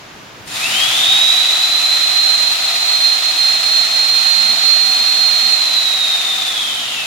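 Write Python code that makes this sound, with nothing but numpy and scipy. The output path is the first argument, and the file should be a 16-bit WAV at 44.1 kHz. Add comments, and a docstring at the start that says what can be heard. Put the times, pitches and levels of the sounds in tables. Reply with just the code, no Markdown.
"""An electric winch lowers a lighting mast in a large, empty warehouse.
First there is only air, rumble and hum. The motor switches on and climbs to a piercing whine; its
gears rush along, its housing hisses and rings, and the sliding mast drones and bumps twice.
At full speed the hall's echoes make the whine swell and fade differently at each ear.
Near the end the motor slows, and the hall smears the falling whine into a tail."""
import sys
import numpy as np
from scipy import signal
from scipy.fft import rfft, irfft, next_fast_len
from scipy.io import wavfile
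from scipy.ndimage import map_coordinates

SR = 44100
rng = np.random.default_rng(int(sys.argv[2]) if len(sys.argv) > 2 else 0)


def wav_out(sig):
    """Save sig, one row per channel (or a flat mono array), as 16-bit PCM at SR to the path in sys.argv[1]."""
    wavfile.write(sys.argv[1], SR, np.round(np.clip(np.atleast_2d(sig).T, -1, 1) * 32767).astype(np.int16))


N = 311346
TIME = np.arange(N) / SR
FFT_SIZE = next_fast_len(N, real=True)
FREQS = np.fft.rfftfreq(FFT_SIZE, 1 / SR)
SWITCH_ON_S, TOP_HZ = 0.45, 4213.4


def motor_pitch():
    """Pitch of the whine in Hz: the motor runs up toward top speed, then is eased back twice."""
    # quick, middling and slow stages of closing the gap to top speed: gap_hz, settle_s
    run_up = [(1480, .093), (2069, .36), (247, 1.326)]
    # the two slow-downs: start_s, first_fall_hz_per_s, settle_s
    slow_downs = [(5.53, 1168, .915), (6.48, 1400, 8)]
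    gap = sum(hz * np.exp(-since(SWITCH_ON_S) / settle) for hz, settle in run_up)
    sag = sum(fall * settle * (1 - np.exp(-since(start) / settle)) for start, fall, settle in slow_downs)
    return TOP_HZ - gap - sag


def motor_gain(pitch, top_db, speed_power, load_db, attack_s, load_halved_s=0.9117):
    """A motor noise sets in at switch-on, grows with speed and is louder under the strain of starting."""
    age = since(SWITCH_ON_S)
    fade_in = 1 - np.exp(-age / attack_s)
    load = 1 / (1 + (age / load_halved_s) ** 3)
    return fade_in * (pitch / TOP_HZ) ** speed_power * from_db(top_db + load_db * load)


def whine(pitch, strength, jitter_rad=0.15405, rough_rad=0.5194, shimmer_db=0.5, steady_share=0.5651):
    """The motor turns a little unevenly and sings one strong tone, with a wall echo and a long tail."""
    phase = 2 * np.pi * np.cumsum(pitch) / SR + jitter_rad * flutter(44.04)
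    left_lead_rad = (0.3872 + 0.45 * flutter(4)) * np.array([[1], [0]])
    direct = strength * np.sqrt(2) * np.sin(phase + left_lead_rad) * whine_at_ears(pitch)
    direct *= from_db(shimmer_db * np.array([flutter(41.2), flutter(23.9)]))
    into_hall = strength * np.sqrt(2) * np.sin(phase + rough_rad * flutter(16.04))
    echo = from_db(-21.5) * np.array([delayed(into_hall, 0.03), delayed(into_hall, 0.029)])
    tail = hall(into_hall) * from_db([[-4.0], [-4.5]])
    # echoes blend into a steady tone, but in a glide they stand out at the older pitch
    apart = np.tanh(np.abs(pitch - delayed(pitch, 0.3)) / 70)
    return direct + (echo + tail) * (steady_share + (1 - steady_share) * apart)


def whine_at_ears(pitch, fade_db=2.5, fade_span_hz=30.122, drift_per_s=3.9787):
    """Gain at each ear: the hall's standing waves swell and fade the whine. It also dips briefly."""
    # how well each pitch carries to the ears: pitch_hz, left_db, right_db
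    carry = [(1997, -11, -16), (2647.1, 4.5, -1), (2885.6, -1.5, -8), (3295.8, 5, -10.5), (3526, -1, -8),
             (3777.7, 1, 2), (3992, -6, -0.5), (4211.8, -13.5, 1), (4176.8, -10, 4.5)]
    # slow swelling of the whine: time_s, left_db, right_db
    swell = [(1.95, -5, -2), (2.35, 1.5, 1.5), (3.5, 2, -1), (3.8, 1, -1), (4.35, 3.5, 0.5), (4.75, 1, 2.5),
             (5.0, 10.5, -6.5), (5.2, -11, 0), (5.5, -7, 0.5)]
    # moments when the whine briefly dips: middle_s, half_length_s, depth_db
    dips = [(.6, .022, -12), (0.707, 0.02423, -11.5), (0.902, 0.0274, -10), (2.579, 0.05417, -18.5),
            (2.746, 0.10256, -10.5), (3.21, 0.04355, -6.5), (3.343, 0.02521, -19.5), (3.582, 0.0461, -4),
            (3.906, 0.03973, -14.5), (4.581, 0.04158, -11.5), (6.847, 0.0787, -12.5)]
    carry_hz, *ears_db = np.transpose(carry)
    carry_db = np.array([np.interp(pitch, carry_hz, ear) for ear in ears_db])
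    step_hz = np.abs(np.gradient(pitch))
    # loud and quiet spots pass by as the pitch moves and the mast sinks
    fades_passed = np.cumsum(step_hz) / fade_span_hz + drift_per_s * TIME
    pattern = rng.standard_normal((2, 512))
    fades = np.array([map_coordinates(ear, [fades_passed], order=3, mode="wrap") for ear in pattern])
    gliding = np.tanh(step_hz * SR / 200)
    dips_db = sum(db * np.exp(-((TIME - middle) / half) ** 2) for middle, half, db in dips)
    return from_db(carry_db + fade_db * gliding * fades + dips_db + in_time(swell))


def gear_rush(pitch, strength):
    """The gears make a broad rush just under the whine and a narrow rasp around it."""
    rush = strength * noise_around(0.92 * pitch, width_hz=600)
    rasp = strength * noise_around(pitch, width_hz=230)
    rush_at_ears = hall(rush) * from_db(-16)
    rasp_at_ears = (0.3298 * rasp + 1.0207 * hall(rasp)) * from_db([[-12], [-9]])
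    return rush_at_ears + rasp_at_ears


def gearbox_ring(pitch):
    """The gearbox rings as the gears come up to speed."""
    # its ringing notes: pitch_hz, width_hz, left_db, right_db
    notes = [(3279.9, 304.8, -14, -30), (3844.2, 292.2, -13.5, -8)]
    gain = motor_gain(pitch, top_db=-15, speed_power=2.5, load_db=6.5, attack_s=0.1582)
    return gain * diffuse_noise(resonances(notes))


def shaft_hum(pitch, strength):
    """The shaft adds a low, unsteady note at a sixth of the whine's pitch."""
    return from_db(-38.5) * strength * noise_around(pitch / 6, width_hz=14)


def friction_hiss(pitch, flicker_db=0.6493, split_hz=6000, bass_edge_hz=190):
    """Rubbing parts and gears hiss, and the housing colours the sound."""
    # tone colour of the hiss: pitch_hz, left_db, right_db
    hiss_colour = [(249.9, -72.5, -77.5), (489, -75.5, -81), (654.85, -60.5, -62.5), (1034.6, -63.5, -64.5),
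                   (1672.8, -60.5, -64.5), (2898, -58, -62), (4201, -60, -57.5), (6969.8, -64, -66),
                   (7440.3, -67.5, -70), (9997, -70, -76), (12303, -74, -73), (13800, -81, -78),
                   (15500, -82, -76.5)]
    # pitches at which the housing rings: pitch_hz, width_hz, left_db, right_db
    housing = [(720.33, 60.1, -44.5, -44), (763.38, 15.57, -41, -50), (1290.2, 194.1, -35.5, -37),
               (1981.1, 247.3, -36.5, -34), (2547.5, 204.2, -32.5, -31.5), (3711.5, 411.7, -29, -29.5),
               (5074.6, 65.8, -45.5, -53), (7115.9, 325, -35.5, -35.5), (9167.5, 131.5, -44.5, -55.5),
               (11199, 278.4, -42.5, -53.5)]
    colour = np.hypot(from_db(in_frequency(hiss_colour)), resonances(housing))
    colour *= FREQS ** 2 / (FREQS ** 2 + bass_edge_hz ** 2)   # a small housing gives off little bass
    low_share = 1 / (1 + (FREQS / split_hz) ** 4)
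    gears = diffuse_noise(colour * np.sqrt(low_share))
    gears *= motor_gain(pitch, top_db=0.092, speed_power=0.9905, load_db=5.055, attack_s=0.04636)
    treble = diffuse_noise(colour * np.sqrt(1 - low_share))
    treble *= motor_gain(pitch, top_db=0.71, speed_power=1.2, load_db=5.7, attack_s=0.02)
    return from_db(flicker_db * flutter(32.12)) * (gears + treble)


def drive_squeal(pitch, below_hz=3689, edge_hz=174.2, rise_db=5.5):
    """The drive squeals thinly, most of all when it turns slowly and under strain."""
    # its high notes: pitch_hz, width_hz, left_db, right_db
    notes = [(8773.6, 64.8, -35, -43), (9177.5, 220.4, -37, -44.5), (11499, 299.4, -41, -50),
             (7190.8, 141, -37, -42)]
    slow = (1 + np.tanh((below_hz - pitch) / edge_hz)) / 2
    gain = motor_gain(pitch, top_db=-10.8, speed_power=0.3, load_db=8.8, attack_s=0.07)
    return gain * from_db(rise_db * slow) * diffuse_noise(resonances(notes))


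def housing_rings():
    """Now and then the drive sets the housing singing on one wavering note."""
    # spells of singing: start_s, length_s, pitch_hz, level_db
    rings = [(.98, .13, 778, -37), (2.2, .95, 697, -44.5), (4.5, 1.9, 764, -48)]
    return sum(from_db(db) * spell(start, length) * noise_around(np.full(N, hz), width_hz=14)
               for start, length, hz, db in rings)


def mast(drone_hz=231, rest_db=-66):
    """Once the winch is on, the sliding mast drones in spells and soft knocks set it booming."""
    # dull knocks: start_s, level_db, fade_s (time to fall by 60 dB)
    bumps = [(1.151, -42.5, 0.403), (4.371, -39, 0.887)]
    # notes the knocks ring with: pitch_hz, width_hz, left_db, right_db
    notes = [(119.96, 30.47, -6.5, -5), (235.04, 59.9, -3.5, -2.5), (329.8, 72.2, -11, -12.5)]
    # spells of droning: start_s, length_s, level_db
    drones = [(0.449, 0.3926, -48.5), (4.35, 1.1941, -51), (6.6, 0.2975, -51.5)]
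    spells = sum(from_db(db) * spell(start, length) for start, length, db in drones)
    drone = np.hypot(spells, from_db(rest_db)) * noise_around(np.full(N, drone_hz), width_hz=14)
    knocks = sum((TIME >= start) * from_db(db - 60 * since(start) / fade) for start, db, fade in bumps)
    return (TIME > SWITCH_ON_S) * (knocks * diffuse_noise(resonances(notes)) + drone)


def hall(sound, build_s=0.01919, fade_60_db_s=2.3756):
    """Countless echoes build up and die away, different at each ear."""
    t = TIME[:2 * SR]
    tail = rng.standard_normal((2, len(t))) * from_db(-60 * t / fade_60_db_s) * (1 - np.exp(-t / build_s))
    tail /= np.sqrt(np.sum(tail ** 2, axis=1, keepdims=True))
    return signal.fftconvolve(sound[None], tail, axes=1)[:, :N]


def background(air_db=-37, bass_edge_hz=120, waver_db=1.4047):
    """The building's own sound: steady air, a shifting rumble and a faint hum."""
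    # tone colour of the air: pitch_hz, relative_db
    air_colour = [(25, -10.5), (60, -3.5), (200, -2.5), (450, -1), (1300, 0), (3500, -5.5), (7000, -13),
                  (8300, -26), (12000, -24.5), (15500, -46)]
    # tone colour of the rumble: pitch_hz, relative_db
    rumble_colour = [(25, -18.5), (55, -3.5), (80, -7), (120, 3.5), (170, -1.5), (240, -1.5), (400, -4.5),
                     (900, -27)]
    # loudness of the rumble: time_s, level_db
    rumble_level = [(0, -47.5), (.5, -42), (1.15, -43.5), (1.3, -56), (5.8, -59.5), (7.06, -52.5)]
    # notes of the hum: pitch_hz, width_hz, left_db, right_db
    hum_notes = [(57.91, 5.93, -62.5, -72.5), (118.76, 6.105, -59, -61), (314.16, 32.53, -55, -56.5)]
    bass_cut = FREQS / np.hypot(FREQS, bass_edge_hz)
    air = from_db(air_db) * unit_power(diffuse_noise(from_db(in_frequency(air_colour)) * bass_cut))
    rumble_gain = from_db(in_time(rumble_level) + waver_db * flutter(6))
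    rumble = rumble_gain * unit_power(diffuse_noise(from_db(in_frequency(rumble_colour))))
    return air + rumble + diffuse_noise(resonances(hum_notes))


def diffuse_noise(colour):
    """Noise from all around with the given gain at each pitch, much alike at both ears in the bass."""
    # how alike the two ears hear it: pitch_hz, likeness (0 unrelated, 1 the same)
    likeness = [(60, 0.716), (150, 0.9086), (300, 0.6914), (650, 0.5565), (1300, 0), (3000, 0.3437),
                (6500, 0.0825), (14000, 0.059)]
    alike = in_frequency(likeness)
    mid, side = rfft(rng.standard_normal((2, FFT_SIZE)))
    ears = np.sqrt(1 + alike) * mid + np.sqrt(1 - alike) * side * [[1], [-1]]
    return irfft(ears * colour * np.sqrt(SR) / 2, FFT_SIZE)[:, :N]


def resonances(notes):
    """Tone colour of a ringing thing at each ear: one peak per note, each with its own total level."""
    power = 0
    for hz, width, *ears_db in notes:
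        peak = 1 / (1 + ((FREQS - hz) / width * 1.3) ** 2) ** 2
        power = power + from_db(ears_db)[:, None] ** 2 * peak / (peak.sum() * SR / FFT_SIZE)
    return np.sqrt(power)


def noise_around(hz, width_hz):
    """A band of noise whose centre follows a pitch."""
    phase = 2 * np.pi * np.cumsum(hz) / SR
    return unit_power(flutter(width_hz / 2) * np.cos(phase) + flutter(width_hz / 2) * np.sin(phase))


def flutter(rate_hz):
    """Random wavering up to a given rate, about 1 in size."""
    low_pass = signal.butter(2, rate_hz, fs=SR, output="sos")
    return unit_power(signal.sosfilt(low_pass, rng.standard_normal(N + SR))[SR:])


def spell(start_s, length_s, attack_s=0.1, release_s=0.14):
    """Gain of a note that builds, holds and dies away."""
    return np.minimum(since(start_s) / attack_s, 1) * np.exp(-since(start_s + length_s) / release_s)


def since(start_s):
    """Seconds since a moment, zero before it."""
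    return np.maximum(TIME - start_s, 0)


def delayed(x, delay_s):
    """The same signal arriving later."""
    return np.interp(TIME - delay_s, TIME, x, left=0)


def in_time(rows):
    """Join a table's points into curves over time."""
    times, *columns = np.transpose(rows)
    return np.array([np.interp(TIME, times, column) for column in columns])


def in_frequency(rows):
    """Join a table's points into curves over pitch, with octaves evenly spaced."""
    hz, *columns = np.transpose(rows)
    return np.array([np.interp(np.log(FREQS + 1), np.log(hz), column) for column in columns])


def from_db(db):
    """Turn decibels into gain."""
    return 10 ** (np.asarray(db) / 20)


def unit_power(x):
    """Scale to an average power of 1."""
    return x / np.sqrt(np.mean(np.abs(x) ** 2) + 1e-20)


def scene():
    """The winch's noises follow its speed and load; the mast and the building sound along."""
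    pitch = motor_pitch()
    strength = motor_gain(pitch, top_db=-14.5, speed_power=2.5, load_db=6.5, attack_s=0.0568)
    motor = gearbox_ring(pitch) + whine(pitch, strength)
    motor += gear_rush(pitch, strength) + shaft_hum(pitch, strength)
    friction = friction_hiss(pitch) + drive_squeal(pitch)
    return motor + friction + mast() + background() + housing_rings()


def record(dry, cutoff_hz=15900):
    """Clip any peaks at full scale and cut the highest treble."""
    low_pass = 1 / np.sqrt(1 + (FREQS / cutoff_hz) ** 400)
    return irfft(rfft(np.clip(dry, -1, 1), FFT_SIZE) * low_pass, FFT_SIZE)[:, :N]


dry = scene()
out = record(dry)
wav_out(out)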